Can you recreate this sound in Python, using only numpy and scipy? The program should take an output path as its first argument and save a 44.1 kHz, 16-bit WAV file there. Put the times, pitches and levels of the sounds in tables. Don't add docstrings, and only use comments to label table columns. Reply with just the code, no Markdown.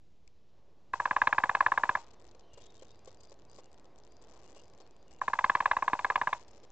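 import sys
import numpy as np
from scipy import signal
from scipy.fft import rfft, irfft
from scipy.io import wavfile
from scipy.ndimage import uniform_filter1d

SR = 44100
rng = np.random.default_rng(int(sys.argv[2]) if len(sys.argv) > 2 else 0)


def voltage_ratio(decibels):
    exponent = np.asarray(decibels, float) / 20
    return 10 ** exponent


def generate_wav(signal):
    frames = np.transpose(np.atleast_2d(signal))
    scaled = np.clip(frames, -1, 1) * 32767
    pcm = np.round(scaled).astype(np.int16)
    wavfile.write(sys.argv[1], SR, pcm)


N = 296173

# pitch_hz, level_db, rise_s, t60_s
ECHO_MODES = [(957, 0.5, .001, .033), (803, -0.5, .001, 0.033), (595, -8.5, 0.0017, .03),
              (1170, -7, .0006, 0.033), (1540, -5.5, .0005, 0.019), (1980, -12, .0004, .025),
              (2550, -15, 0.00031, 0.02)]


def coloured(points, count):
    hz, db = np.transpose(points)
    bins = np.fft.rfftfreq(count, 1 / SR)
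    gain = voltage_ratio(np.interp(np.log(bins + 1), np.log(hz), db))
    x = irfft(rfft(rng.standard_normal(count)) * gain, count)
    return x / np.std(x)


def walk(rate_hz):
    k = int(SR / rate_hz)
    held = np.repeat(rng.standard_normal(N // k + 1), k)
    return 1.4 * uniform_filter1d(uniform_filter1d(held, k), k)[:N]


def band(x, lo_hz, hi_hz):
    return signal.sosfilt(signal.butter(2, [lo_hz, hi_hz], "band", fs=SR, output="sos"), x)


def add(out, start_s, x):
    i = int(start_s * SR)
    out[i:i + len(x)] += x[:len(out) - i]


def ring(modes, t, detune, scatter_db, slip):
    out = 0
    for pitch_hz, level_db, rise_s, t60_s in modes:
        a, b, c = rng.standard_normal(3)
        shape = (1 - np.exp(-t / rise_s)) ** 2 * np.exp(-np.log(1000) * t / t60_s)
        level = voltage_ratio(level_db + scatter_db * a) / shape.max()
        out = out - level * shape * np.sin(2 * np.pi * pitch_hz * (1 + detune * b) * t + slip * c)
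    return out


def puff(lo_hz, hi_hz, t, length_s):
    x = band(rng.standard_normal(len(t)), lo_hz, hi_hz) * np.sin(np.pi * np.minimum(t / length_s, 1))
    return x / np.std(x)


def air():
    # time_s, level_db
    traffic_course = [
        (0, -84),
        (0.598, -74),
        (1.301, -65.5),
        (2.1, -64.5),
        (4, -65.5),
        (4.75, -63),
        (5.051, -66.5),
        (6.72, -63.5),
    ]
    # frequency_hz, density_db (per Hz)
    traffic_spectrum = [(100, -25), (200, -6.5), (350, 2), (500, 1), (800, -2.5), (1120, -7.5),
                        (1300, -14.5), (2000, -19.5), (3000, -35), (5000, -54)]
    leaves_spectrum = [(1000, -0.5), (1500, -6), (2500, -1.5), (4000, -3), (5500, -6.5), (7000, -12.5),
                       (7600, -24), (9000, -47)]
    rumble_spectrum = [(10, -9), (25, -5), (50, -0.5), (100, -4.5), (160, -7.5), (250, -14.5), (450, -15.5),
                       (900, -32.5), (2000, -39.5)]
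    traffic_db = np.interp(np.arange(N) / SR, *np.transpose(traffic_course))
    traffic = voltage_ratio(traffic_db + 1.1 * walk(11)) * coloured(traffic_spectrum, N)
    gust_db = 0.7 * walk(3.2)
    leaves_db = -78 + 0.36 * (traffic_db - np.median(traffic_db)) + gust_db
    leaves = voltage_ratio(leaves_db + 0.96 * walk(60)) * coloured(leaves_spectrum, N)
    rumble = voltage_ratio(-66.5 + 0.99 * walk(6.2)) * coloured(rumble_spectrum, N)
    return rumble + traffic + leaves


def nudge():
    centre_s, width_s, height = .277, .003, .0024
    return height * np.exp(-((np.arange(N) / SR - centre_s) / width_s) ** 2)


def strike(t, upper_db, crack_db):
    # pitch_hz, level_db, rise_s, t60_s
    low_modes = [(1029.2, -1.5, .0018, 0.032), (846, -12, 0.0013, 0.06), (1095.5, -7.5, 0.0024, 0.034),
                 (599, -20, 0.0018, 0.024), (424, -22, 0.0058, 0.01)]
    upper_modes = [(1682.4, 4.5, 0.00078, 0.019), (1324, -6.5, 0.0017, 0.017)]
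    crack_modes = [(2080, 4, 0.00048, 0.031), (2430, 2, 0.00045, 0.025), (2600, -1.5, 0.00035, 0.019),
                   (3844, -11.5, 0.0011, 0.03), (3384, -16, 0.0018, 0.044)]
    blow = ring(low_modes, t, .008, .9, .4) + voltage_ratio(upper_db) * ring(upper_modes, t, .012, .9, .4)
    blow += voltage_ratio(crack_db - 3) * ring(crack_modes, t, .04, 1.6, 1.3)
    splinter = band(band(rng.standard_normal(len(t)), 1800, 4200), 1200, 5500)
    splinter *= np.minimum(t / 0.0023, 1) * np.exp(-t / .008)
    thump_db = -38.5 + 5 * rng.standard_normal()
    thump = voltage_ratio(thump_db) * puff(120, 500, t, .013)
    return blow + voltage_ratio(crack_db + 1) * splinter + thump


def lead_in(t):
    lead_in_db = -33 + 3.5 * rng.standard_normal()
    return voltage_ratio(lead_in_db) * ring(ECHO_MODES, t, 0.039, 4.2, 2.7)


def drumming():
    # start_s (ring peak), level_db, upper_db (re lower modes), crack_db (re lower modes)
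    first_roll = [(0.937, -22.5, -7.5, -16), (1.001, -20, -8.5, -22.5), (1.056, -18.5, -6.5, -18.5),
                  (1.111, -18, -6, -19), (1.165, -17.5, -6.5, -16.5), (1.218, -15, -4, -17),
                  (1.273, -16, -4, -11.5), (1.328, -17, -2, -16), (1.383, -16, -4, -16.5),
                  (1.438, -15.5, -5.5, -18), (1.495, -17.5, -6.5, -16.5), (1.551, -17, -6, -14),
                  (1.607, -15, -5.5, -19), (1.664, -15.5, -3, -15.5), (1.72, -17.5, -4.5, -21.5),
                  (1.777, -17, -5, -17.5), (1.836, -16, -5.5, -18), (1.893, -17, -5, -16),
                  (1.953, -18, -5, -18.5)]
    second_roll = [(5.216, -21.5, -12.5, -25), (5.281, -21, -8.5, -18), (5.335, -20, -7.5, -14.5),
                   (5.39, -18.5, -8, -14), (5.443, -16, -5.5, -11.5), (5.498, -17, -4.5, -12.5),
                   (5.552, -17, -6.5, -12), (5.605, -18.5, -10.5, -15), (5.658, -16.5, -5, -14),
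                   (5.714, -15, -7, -13), (5.768, -20, -10, -16), (5.825, -20, -12.5, -20.5),
                   (5.88, -18.5, -8.5, -15.5), (5.933, -17, -12, -17), (5.992, -23.5, -13, -14),
                   (6.047, -18, -6, -14.5), (6.102, -17, -8.5, -18), (6.158, -16.5, -10, -14),
                   (6.215, -19.5, -7.5, -16), (6.273, -18.5, -7, -19), (6.33, -20.5, -8.5, -11)]
    # delay_s, level_db
    echoes = [(0.0191, -20), (.037, -36.5)]
    # pitch_hz, level_db (re blow), rise_s, t60_s
    hollow_modes = [(929, -30, 0.011, .14), (1040, -35, 0.0081, 0.13), (2582, -46, .01, 0.089)]
    # frequency_hz, density_db (per Hz)
    wood_spectrum = [(250, -32.5), (550, -8), (780, -7), (930, 0), (1400, -11.5), (2600, -18.5),
                     (4000, -28), (7500, -54)]
    out, t, late = np.zeros(N), np.arange(1300) / SR, np.arange(SR // 3) / SR
    choke = 1 / (1 + np.exp((t - .0115) / 0.00067))
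    decay = np.exp(-late / 0.014) + voltage_ratio(-12) * np.exp(-late / 0.071)
    fade = np.minimum(late / 0.004, 1) * decay
    for start_s, level_db, upper_db, crack_db in first_roll + second_roll:
        contact_s = start_s - .0015
        add(out, contact_s, voltage_ratio(level_db) * choke * strike(t, upper_db, crack_db))
        add(out, contact_s - .0012, voltage_ratio(level_db - 39.0) * puff(14, 83, t, 0.022))
        add(out, contact_s - .0032, voltage_ratio(level_db) * choke * lead_in(t))
        for delay_s, echo_db in echoes:
            add(out, contact_s + delay_s, voltage_ratio(level_db + echo_db) * ring(ECHO_MODES, t, .015, 2, .9))
        add(out, contact_s + .011, voltage_ratio(level_db) * ring(hollow_modes, late[:6000], .006, 1.5, 1.5))
        add(out, contact_s, voltage_ratio(level_db - 24) * fade * coloured(wood_spectrum, len(late)))
    return out


def songbirds():
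    # start_s, length_s, level_db
    high_notes = [
        (2.84, 0.22, -84),
        (3.17, 0.16, -73.5),
        (3.48, 0.126, -71.5),
        (3.69, .07, -86),
        (4.07, .2, -81),
        (4.52, 0.19, -82),
        (4.93, .14, -86),
    ]
    mid_notes = [
        (2.61, 0.115, -75),
        (2.74, 0.049, -76),
        (2.86, 0.1, -79),
        (3.05, 0.081, -82.5),
        (3.4, 0.073, -90),
    ]
    low_notes = [
        (2.49, 0.12, -75.5),
        (3.6, .1, -79.5),
        (4.44, .09, -82),
        (4.55, 0.065, -71),
        (5.06, .15, -78.5),
    ]
    # start_s, length_s, pitch_hz, level_db
    warble = [
        (2.39, .07, 4110, -81),
        (2.428, 0.083, 3050, -82),
        (2.598, 0.09, 3340, -71.5),
        (2.787, 0.04, 3140, -73),
        (4.763, 0.12, 4374, -79),
        (6.383, .3, 5290, -85.5),
    ]
    # notes, starting pitch in Hz, glide in Hz/s
    singers = ((high_notes, 4810, -100), (mid_notes, 3700, 390), (low_notes, 2860, -600))
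    notes = []
    for rows, pitch_hz, glide in singers:
        notes += [(s, length, pitch_hz, pitch_hz + glide * length, db) for s, length, db in rows]
    notes += [(s, length, pitch_hz, pitch_hz, db) for s, length, pitch_hz, db in warble]
    for a, b, c, d in rng.random((300, 4)):
        pitch_hz = 2000 + 2900 * c
        notes.append((1 + 5.6 * a, .02 + .05 * b, pitch_hz + 200, pitch_hz + 400 * d, -91))
    out = np.zeros(N)
    for start_s, length_s, from_hz, to_hz, level_db in notes:
        u = np.linspace(0, 1, int(length_s * SR))
        waver = uniform_filter1d(rng.standard_normal((2, SR // 3)), 450)[:, :len(u)] * 21
        phase = 2 * np.pi * np.cumsum(from_hz + (to_hz - from_hz) * u) / SR
        whistle = (1 + .75 * waver[0]) * np.sin(phase + 1.1 * waver[1])
        add(out, start_s, voltage_ratio(level_db + 4) * np.sqrt(np.sin(np.pi * u).clip(0)) * whistle)
    t = np.arange(SR // 6) / SR
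    tail = voltage_ratio(-37.5) * rng.standard_normal(len(t)) * np.exp(-t / 0.02)
    return out + signal.fftconvolve(out, tail)[:N]


def hammer():
    # start_s, level_db (peak), over_db (overtone re peak)
    knocks = [
        (2.346, -53, -20),
        (2.574, -46.5, -9),
        (2.821, -45, -13),
        (3.073, -44, -7),
        (3.317, -48.5, -8),
        (3.584, -46.5, -6.5),
        (4.563, -50, -8),
        (4.802, -52.5, -4.5),
        (6.635, -54, -15.5),
    ]
    out, t = np.zeros(N), np.arange(3000) / SR
    for start_s, level_db, over_db in knocks:
        # pitch_hz, level_db, rise_s, t60_s
        modes = [(537.0, -5.5, 0.0086, 0.033), (436, -3, 0.0023, 0.017), (634, -7.0, 0.0038, 0.015),
                 (1065, over_db - 3, 0.0016, 0.036), (787, over_db - 5, .002, 0.037)]
        blow = ring(modes, t, 0.036, 0.46, 2.3)
        tail = band(rng.standard_normal(len(t)), 350, 1200) * np.minimum(t / 0.011, 1) * np.exp(-t / 0.0089)
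        add(out, start_s, voltage_ratio(level_db) * (blow + voltage_ratio(4.5) * tail))
    return out


def scene():
    return np.tile(air() + nudge() + drumming() + songbirds() + hammer(), (2, 1))


def roll_off(x):
    return signal.sosfilt(signal.butter(12, 15500, fs=SR, output="sos"), x)


def record(dry):
    sampling_hz, step, offset = 16000, 1 / 260, .00196
    right = signal.resample_poly(dry[1], 160, 441) + offset
    coarse = np.floor(right / step) * step
    fine = right - coarse
    left = fine + np.r_[coarse[0], coarse[:-1]]
    taps = signal.firwin(441 * 32 + 1, 8000, window=("kaiser", 9), fs=sampling_hz * 441)
    both = signal.resample_poly([left, right], 441, 160, axis=1, window=taps)
    hiss = voltage_ratio(-95) * rng.standard_normal((2, N))
    return roll_off(both[:, :N] + hiss)


dry = scene()
out = record(dry)
generate_wav(out)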